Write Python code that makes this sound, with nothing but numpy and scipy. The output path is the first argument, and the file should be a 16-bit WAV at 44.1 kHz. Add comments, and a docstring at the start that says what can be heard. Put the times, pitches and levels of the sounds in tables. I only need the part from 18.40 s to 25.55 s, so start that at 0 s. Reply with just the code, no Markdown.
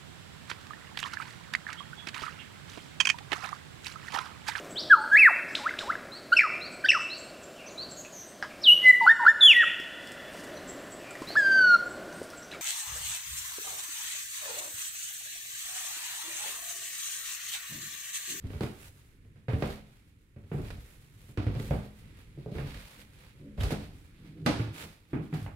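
"""Someone walks down carpeted wooden stairs into a bare hallway, carrying two microphone ports.
Each toe or heel contact sums a swinging thud, a board knock, timber ring, an air slap and a noisy crack,
and excites octave-band noise tails of the hall. Shifting weight drives the timber modes with noise;
cloth and carpet swish as grainy coloured noise; a sole squeaks; quiet house and microphone hiss lie beneath."""
import sys
import numpy as np
from scipy import signal
from scipy.fft import rfft, irfft, next_fast_len
from scipy.io import wavfile
from scipy.ndimage import uniform_filter1d

SR = 44100
rng = np.random.default_rng(int(sys.argv[2]) if len(sys.argv) > 2 else 0)


def unload_wav(signal):
    """Save mono or channel-first audio to the path in sys.argv[1] as 16-bit WAV at rate SR, clipped to [-1, 1]."""
    wavfile.write(
        sys.argv[1],
        SR,
        np.round(np.clip(np.atleast_2d(signal).T, -1, 1) * 32767).astype(np.int16),
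    )


N = 315315
HALLWAY_S = 5.6  # the walker is off the stairs from here


def undb(db):
    """Gain of a level in dB."""
    return 10 ** (np.asarray(db) / 20)


def unit(x):
    """Scale to rms 1."""
    return x / np.sqrt(np.mean(x ** 2))


def peak(x, db):
    """Scale to a peak level."""
    return undb(db) * x / np.abs(x).max()


def add(out, x, s):
    """Mix x into out from time s."""
    i = int(s * SR)
    out[..., i:i + x.shape[-1]] += x[..., :out.shape[-1] - i]


def colour(x, table, share=1):
    """Filter by (f/Hz, level/dB) points joined on a log-frequency axis; share scales the dB."""
    hz, db = np.transpose(table)
    size = next_fast_len(x.shape[-1] + 4096, True)
    bins_hz = np.maximum(np.arange(size // 2 + 1) * SR / size, 1)
    gain = undb(share * np.interp(np.log(bins_hz), np.log(hz), db))
    return irfft(rfft(x, size) * gain, size)[..., :x.shape[-1]]


def spread(mid, side):
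    """Two ports share the bass and hear unrelated treble: side enters with opposite signs."""
    # port difference relative to the shared part: f/Hz, level/dB
    apart = [(60, -10.5), (110, -23.5), (200, -8), (380, -8), (700, -3.5), (1290, 1), (2380, 0),
             (4400, 0.5), (8120, 0.5), (15000, 0)]
    return mid + colour(side, apart) * np.array([[1], [-1]])


def swell_in(t, rise_s):
    """Exponential rise from 0 to 1."""
    return 1 - np.exp(-t / rise_s)


def walk(rate_hz):
    """Random levels held 1 / rate_hz and slewed twice; rms 1."""
    k = int(SR / rate_hz)
    held = np.repeat(rng.standard_normal(N // k + 1), k)
    slewed = uniform_filter1d(uniform_filter1d(held, k), k)
    return unit(slewed[:N])


def swells(start_s, hold_s, rise_db_s, fall_db_s, level_db, rest_db):
    """Gain over time: every event rises to its level by its start, holds and fades; powers add."""
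    t = np.arange(0, N + 64, 64)[:, None] / SR
    before_s = np.maximum(start_s - t, 0)
    after_s = np.maximum(t - start_s - hold_s, 0)
    drop_db = rise_db_s * before_s + fall_db_s * after_s
    gain = np.sqrt((undb(level_db - drop_db) ** 2).sum(1) + undb(rest_db) ** 2)
    return np.interp(np.arange(N) / SR, t[:, 0], gain)


def hall(gap_s, early_db, early_s):
    """Returns a maker of echo tails, a new one for each spot: every octave of noise dies at its own pace."""
    # hall reverberation by octave: f/Hz, t60/s
    octave_decays = [(31, 0.24), (62, 0.45), (125, 0.43), (250, 0.49), (500, 0.49), (1000, 0.56),
                     (2000, 0.59), (4000, 0.73), (8000, 0.65), (16000, 0.059)]
    t = np.arange(SR * 5 // 8) / SR
    ratios = [1 / 2, 1 / 1.8, 1 / 1.41, 1 / 1.2, 1, 1.2, 1.41, 1.8, 2]
    skirt_db = [-60, -13, -3, -.8, 0, -.8, -3, -13, -60]
    # close walls answer first, in a dense cluster above the long tail
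    early = undb(early_db) * np.exp(-t / early_s)
    octaves, fades = [], []
    for hz, t60_s in octave_decays:
        band = [(hz * ratio, db) for ratio, db in zip(ratios, skirt_db)]
        octaves.append(spread(*colour(rng.standard_normal((2, 2 * SR)), band)))
        late = np.exp(-np.log(1000) * t / t60_s)
        fades.append((late + early) * swell_in(t, gap_s))
    octaves, fades = np.array(octaves), np.array(fades)[:, None]

    def tail():
        """One tail from a random stretch of the noise, unit mean energy per port."""
        i = rng.integers(SR)
        x = (octaves[..., i:i + len(t)] * fades).sum(0)
        return x / np.sqrt(np.sum(x ** 2) / 2)
    return tail


def reverb(x, tail):
    """Mono sound through a new echo tail to both ports."""
    return signal.fftconvolve(x[None], tail(), axes=1)


def timber(s, scatter_db, above_hz):
    """Ring of the modes after one push; every spot excites them in its own shares, signs and detuning."""
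    # timber and air column of the stairwell: f/Hz, level on stairs/dB, level in hallway/dB, t60/s
    modes = [(42.7, -5, 4.5, 0.13), (60, -1, -20, 0.3), (85.5, 0.5, 4.5, 0.095), (113, -1, 2.5, 0.14),
             (132, 1.5, -15.5, 0.087), (138.7, -9, 4, 0.15), (156.26, -4.5, 1, 0.45),
             (210.5, -6, -4.5, 0.38), (247.6, -9, -8, 0.23), (267, -11, -9, 0.081), (288.2, -5.5, -6, 0.19),
             (319.6, -17.5, -4.5, 0.17), (381.5, -11.5, -6.5, 0.13), (408.4, -9.5, -6, 0.15),
             (446.5, -7.5, -19, 0.083), (484.4, -9.5, -4.5, 0.077), (573.4, -11, -22, 0.12),
             (698, -11, -6, 0.038)]
    hz, stairs_db, hall_db, t60_s = np.array(modes).T[:, :, None]
    level_rnd, sign_rnd, tune_rnd = rng.standard_normal((3, len(hz), 1))
    level_db = hall_db if s > HALLWAY_S else stairs_db
    gain = undb(level_db + scatter_db * level_rnd) * np.sign(sign_rnd)
    gain = gain / (1 + (above_hz / hz) ** 4)  # favours modes above above_hz
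    t = np.arange(SR // 3) / SR
    decay = np.exp(-np.log(1000) * t / t60_s)
    swing = np.sin(2 * np.pi * hz * (1 + 0.024 * tune_rnd) * t)
    return (gain * decay * swing).sum(0)


def house():
    """Quiet house and microphone hiss: coloured noise whose level wanders slowly."""
    # house and hiss spectrum: f/Hz, level/dB
    house_spectrum = [(12, -64), (20, 13.5), (65, 4.5), (141, 4.5), (233, -5.5), (300, -6), (482, -15.5),
                      (603, -41), (843, -47), (969, -29.5), (2120, -23), (5620, -40), (11000, -36),
                      (15800, -85)]
    noise = spread(*rng.standard_normal((2, N)))
    return unit(colour(noise, house_spectrum)) * undb(-58 + 2.5 * walk(rate_hz=3))


def rubs():
    """Cloth and carpet swish in fine grains: a dull and a bright band of noise swell separately."""
    # cloth or carpet rubs: start/s, hold/s, rise/(dB/s), swish level/dB, hiss level/dB
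    rub_events = [(0.076, 0.15, 120, -62.5, -65.5), (0.224, 0.035, 150, -59, -59.5),
                  (0.414, 0.055, 100, -77, -56.5), (0.587, 0.086, 100, -80, -71),
                  (1.095, 0.078, 900, -73, -62.5), (1.226, 0.093, 300, -53.5, -60.5),
                  (1.46, 0.071, 100, -73, -72), (1.61, .12, 100, -83, -79), (2.0, 0.044, 400, -84, -96),
                  (2.136, 0.073, 500, -76, -65), (2.26, 0.084, 110, -59, -62.5),
                  (2.451, 0.057, 90, -84, -61.5), (2.59, 0.11, 100, -79, -70), (2.785, 0.16, 78, -77, -64),
                  (3.025, 0.11, 302.5, -57.5, -81), (3.196, 0.14, 500, -60.5, -58),
                  (3.426, .02, 100, -60.5, -72), (3.58, .03, 68, -82, -66), (3.66, 0.068, 102, -66.5, -80),
                  (3.801, .015, 149, -64.5, -69.5), (3.997, 0.083, 300, -66, -84),
                  (4.163, 0.062, 150, -58, -72), (4.27, 0.076, 100, -53, -65.5),
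                  (4.46, 0.053, 80, -60.5, -61.5), (4.593, 0.031, 80, -64, -65),
                  (4.747, 0.061, 100, -70, -70), (4.843, 0.048, 100, -63, -70.5),
                  (5.0, 0.17, 100, -75.5, -87), (5.21, 0.018, 500, -51, -55), (5.312, 0.03, 400, -47, -60),
                  (5.566, 0.059, 60, -82, -67.5), (5.793, 0.22, 55, -67, -95),
                  (6.058, .012, 3000, -59, -61), (6.197, 0.017, 200, -54.5, -70),
                  (6.347, 0.081, 500, -54, -55), (6.55, 0.017, 111, -73, -73),
                  (6.755, 0.087, 70, -66.5, -73), (6.945, 0.011, 900, -71, -58),
                  (7.01, .04, 100, -66, -65.5)]
    # spectrum of the rubbing: f/Hz, level/dB
    swish_spectrum = [(290, -21), (500, -0.5), (649, -7), (718, -7.5), (931, -6), (1030, -9), (1260, -7),
                      (2420, -7), (3000, -8.5), (3730, -8), (5920, -16.5), (11700, -17), (15800, -23.5)]
    fall_db_s, swish_rest_db, hiss_rest_db = 113, -89.5, -79.5
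    s, hold_s, rise_db_s, swish_db, hiss_db = np.transpose(rub_events)
    swish = swells(s, hold_s, rise_db_s, fall_db_s, swish_db, swish_rest_db)
    hiss = swells(s, hold_s, rise_db_s, fall_db_s, hiss_db, hiss_rest_db)
    grain = undb(1.37 * walk(500) + 1.6 * walk(24.586))
    cloth = colour(spread(*rng.standard_normal((2, N))), swish_spectrum) * grain
    dull = unit(colour(cloth, [(4500, -28.5), (7000, -35)])) * swish
    bright = unit(colour(cloth, [(4500, -25.0), (7000, -17.5)])) * hiss
    return dull + bright


def shifting_weight():
    """Weight rolling onto treads: noise shakes the low and the high timber modes."""
    # weight shifts: start/s, hold/s, rumble level/dB, groan level/dB
    shift_events = [(0.047, 0.026, -43, -51), (0.237, 0.026, -48.5, -46.5), (0.443, 0.041, -54.5, -74),
                    (0.82, 0.038, -61, -70), (1.22, 0.049, -42.5, -46.5), (1.956, 0.056, -52, -77),
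                    (2.195, 0.043, -36, -48.5), (2.754, 0.31, -59, -67), (3.124, 0.21, -42, -42.5),
                    (3.602, 0.35, -58, -64.5), (4.176, 0.09, -41.5, -45), (4.578, 0.11, -59.5, -62),
                    (5.004, 0.021, -63, -45.5), (5.12, .04, -60, -48.5), (5.257, 0.11, -43, -42),
                    (5.452, .05, -48, -68), (5.818, 0.04, -70, -50.5), (5.93, 0.045, -66, -49.5),
                    (6.01, 0.16, -43.5, -45.5), (6.31, 0.097, -52, -54), (6.768, 0.038, -52, -42.5),
                    (6.926, 0.17, -47, -54)]
    rise_db_s, fall_db_s, rumble_rest_db, groan_rest_db = 347, 101, -65.5, -71.5
    s, hold_s, rumble_db, groan_db = np.transpose(shift_events)
    deep = swells(s, hold_s, rise_db_s, fall_db_s, rumble_db, rumble_rest_db)
    creaky = swells(s, hold_s, rise_db_s, fall_db_s, groan_db, groan_rest_db)

    def shaken(place_s):
        noise = rng.standard_normal(N)
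        return unit(signal.fftconvolve(noise, timber(place_s, scatter_db=2.0, above_hz=14))[:N])

    # crossfade from stairs to hallway modes over 0.3 s
    on_stairs = np.clip((HALLWAY_S - np.arange(N) / SR) / .3, 0, 1)
    shake = on_stairs * shaken(0) + (1 - on_stairs) * shaken(N)
    low = unit(colour(shake, [(20, 13), (35, 14), (110, 18.5), (150, -32)]))
    high = unit(colour(shake, [(110, -22), (150, 2), (450, -3), (750, -8.5)]))
    rumble = low * deep * undb(1.5 * walk(42))
    groan = high * creaky * undb(2.0 * walk(30))
    return rumble + groan


def squeaks(tail):
    """A sole slipping on the tread edge: random slips ring a narrow band that chirps upward."""
    # squeaks: t/s, f/Hz, length/s, level/dB
    slip_events = [(5.201, 3450, 0.0212, -47.5)]
    out = np.zeros((2, N))
    for s, hz, length_s, db in slip_events:
        t = np.arange(int(length_s * SR)) / SR
        slips = uniform_filter1d(rng.standard_normal(len(t)), size=60) + 0.098
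        # f runs from 0.9 to 1.05 of hz
        chirp = np.sin(2 * np.pi * hz * (.9 * t + 0.075 * t ** 2 / length_s))
        x = undb(db) * unit(slips * np.hanning(len(t)) * chirp)
        add(out, x, s)
        add(out, undb(-6) * reverb(x, tail), s)
    return out


def crack(t, crack_db, treble_db):
    """Sharp mono edge within a decaying two-port crunch of pile or grit, which starts just before it."""
    # crack spectrum: f/Hz, level/dB
    crack_spectrum = [(300, 4), (700, -4), (1500, 7.5), (2500, 3), (4500, -4), (7000, -17.5),
                      (11000, -22.5), (16000, -33)]
    edge_db, crunch_decay_s = 1, 0.0064  # edge relative to crunch; 1/e time
    shades = [(2500, 0), (9000, treble_db)]  # a softer surface takes the treble
    click = 1. * (np.arange(len(t)) == 40)
    edge = colour(colour(click, crack_spectrum), shades)
    noise = rng.standard_normal((2, len(t)))
    grain_db = 1.7 * rng.standard_normal(len(t) // 50 + 1).repeat(50)[:len(t)]
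    grains = noise * undb(grain_db) * np.exp(-t / crunch_decay_s)
    crunch = colour(colour(grains, crack_spectrum), shades)
    return -peak(edge, crack_db + edge_db), peak(crunch, crack_db)


def steps(tail):
    """Thud, knock and crack of every contact, each heard direct and through the hall from its own spot."""
    # foot contacts: t/s, thud level/dB, thud f/Hz, thud t60/s, knock peak level/dB, knock f/Hz,
    # crack peak level/dB, crack treble/dB, echo level/dB
    contacts = [(0.04, -27.5, 92, 0.18, -44.5, 236, -52, 3, 2.5),
                (0.069, -45, 94, .1, -55, 400, -48, 13, -8),
                (0.103, -35, 94, 0.069, -36.5, 246, -46.5, -17, -4.5),
                (0.134, -22.5, 79.4, 0.078, -48, 265, -47, -10, 1.5),
                (0.208, -15.5, 162, 0.044, -23, 396, -30, 1, -4.5),
                (0.234, -28.5, 121, .12, -27, 360, -31.5, 5, -5),
                (0.849, -44, 112, 0.13, -54, 280, -65, -4, -4),
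                (0.958, -45, 98.5, 0.091, -61, 288, -60, 2, 4),
                (1.083, -22, 116, 0.07, -32.5, 477, -35.5, -11, 2.5),
                (1.133, -14.5, 101, 0.07, -29.5, 273, -38, -5, 0.5),
                (1.223, -26.5, 135, .093, -23, 517, -28, -4, -2),
                (1.962, -34.5, 122, 0.074, -47, 404, -55.5, -16, -1.5),
                (2.038, -39, 91.5, 0.22, -54, 280, -59, -6, -7),
                (2.116, -26, 156, .13, -31, 413, -42.5, -34, 0.5),
                (2.144, -20, 146, 0.12, -44, 510, -53, -1, -5),
                (2.18, -29.5, 160, 0.056, -37, 370, -53.5, -3, 6),
                (2.304, -34, 45.3, 0.27, -42, 515, -37, 5, -6),
                (2.379, -34, 57.6, 0.15, -60, 250, -58, -6, -6),
                (2.889, -37, 102.5, 0.089, -50.5, 294, -75, -4, 3),
                (2.974, -17.5, 106, 0.11, -27.5, 343, -32.5, 0, 0.5),
                (3.067, -14, 99, 0.087, -28.5, 314, -37, 0, -1),
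                (3.15, -23, 113, .13, -36, 315, -41.5, 4, 2.5),
                (3.198, -23.5, 106.6, 0.12, -32.5, 246, -37.5, 5, -7),
                (3.309, -12.5, 153, 0.031, -25, 497, -37, -12, 2),
                (3.975, -35.5, 143, 0.089, -44, 398, -75, -3, 3),
                (3.998, -47, 140, .1, -63, 400, -61, 12, -8),
                (4.061, -27.5, 142, 0.045, -35, 460, -72, -6, -0.5),
                (4.118, -25.5, 164, 0.061, -44, 302, -64, -8, -1.5),
                (4.151, -29, 74, 0.12, -36.5, 380, -49, -6, 4),
                (4.184, -27, 138, 0.15, -30.5, 422, -36, -23, -2),
                (4.345, -37, 45.7, .18, -57, 463, -39.5, 10, -1),
                (5.178, -24.5, 70, 0.17, -42, 245, -50, 2, 8),
                (5.208, -23, 90, 0.1, -50, 252, -34.5, 4.5, 3.5),
                (5.234, -18, 53.7, 0.08, -39, 286, -28.5, 15, 0.5),
                (5.307, -27, 46, 0.1, -29, 503, -32.5, 11, 0),
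                (5.321, -28, 145, 0.16, -24, 274, -31, 17, -4),
                (6.062, -21.5, 163, 0.15, -17.5, 248, -19, 8, 3),
                (6.195, -23, 113, .19, -29, 313, -33, -17, -2.5),
                (6.273, -32, 97, 0.19, -41.5, 270, -44, -7, -4),
                (6.439, -38.5, 166, 0.072, -44, 405, -39.5, 16, -1),
                (6.732, -28.5, 152.8, 0.22, -24.5, 290, -39.5, -32, 3),
                (6.928, -23, 155, 0.087, -28.5, 275, -41.5, -24, -2),
                (6.939, -25.5, 150, 0.21, -38.5, 250, -35, 3, 0),
                (7.028, -50, 150, 0.11, -60, 400, -47, 26, -10),
                (7.063, -32, 54, .088, -38.5, 750, -39, -27.5, -4.5)]
    # relative to: mean of knock and crack; knock; thud
    slap_db, ring_db, boom_db = -9.5, -7, -10.5
    pan_db = -3  # crack, left minus right
    pan = undb([[pan_db / 2], [-pan_db / 2]])
    out = np.zeros((2, N))
    t = np.arange(SR // 3) / SR
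    for s, thud_db, hz, t60_s, knock_db, knock_hz, crack_db, treble_db, echo_db in contacts:
        # a soft sole loads the tread over 0.74 cycle while the tread swings and decays
        swell = np.minimum(t * hz / 0.74, 1) * np.exp(-np.log(1000) * t / t60_s)
        thud = undb(thud_db) * swell * np.sin(2 * np.pi * hz * t)
        # gradual push: rings the timber without a click
        soft = swell_in(t, 0.0025)
        ring = peak(soft * timber(s, scatter_db=3.5, above_hz=180), knock_db + ring_db)
        # the thud also sets the deep modes booming
        boom = peak(swell_in(t, 0.0011) * timber(s, scatter_db=3, above_hz=47), thud_db + boom_db)
        ring = ring + boom
        # the board under the sole knocks, 1/e in 0.58 cycle
        knock = np.exp(-t * knock_hz / 0.58) * np.sin(2 * np.pi * knock_hz * t)
        knock = peak(soft * knock, knock_db)
        # the flat of the sole slaps the air out from under it
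        slap = soft * np.exp(-t / 0.00083) * np.sin(2 * np.pi * 660 * t)
        slap = peak(slap, (knock_db + crack_db) / 2 + slap_db)
        edge, crunch = crack(t, crack_db, treble_db)
        # the straight path keeps the finest treble of the edge
        tick = colour(edge, [(4000, -3), (8000, 6)])
        direct = thud + ring + knock + slap + (tick + crunch) * pan
        to_hall = undb(0.5) * (thud + ring) + undb(3.5) * knock + undb(11.5) * slap + undb(10) * edge
        add(out, direct, s)
        add(out, undb(echo_db) * reverb(to_hall, tail), s)
    return out


def scene():
    """Steps, squeaks and shifting weight, dry and through the hall, with dry rubs over the house."""
    tail = hall(gap_s=0.0031, early_db=3.0, early_s=0.045)
    shake = shifting_weight()
    shake_echo = undb(-5) * reverb(shake, tail)[:, :N]
    return house() + rubs() + shake + shake_echo + squeaks(tail) + steps(tail)


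def record(dry):
    """The two ports colour the sound differently; deepest bass and top are cut."""
    # port response, left minus right: f/Hz, level/dB
    port_difference = [(60, -0.5), (110, -1), (200, 0), (380, -2), (700, -2), (1290, -4.5), (2380, -9.5),
                       (4400, 2.5), (8120, -0.5), (15000, -4.5)]
    low_cut = signal.butter(2, 28, "high", fs=SR, output="sos")
    top_cut = signal.ellip(10, .2, 80, 15750, fs=SR, output="sos")
    dry = signal.sosfilt(low_cut, dry)
    left = colour(dry[0], port_difference, share=.5)
    right = colour(dry[1], port_difference, share=-.5)
    return signal.sosfilt(top_cut, np.array([left, right]))


dry = scene()
out = record(dry)
unload_wav(out)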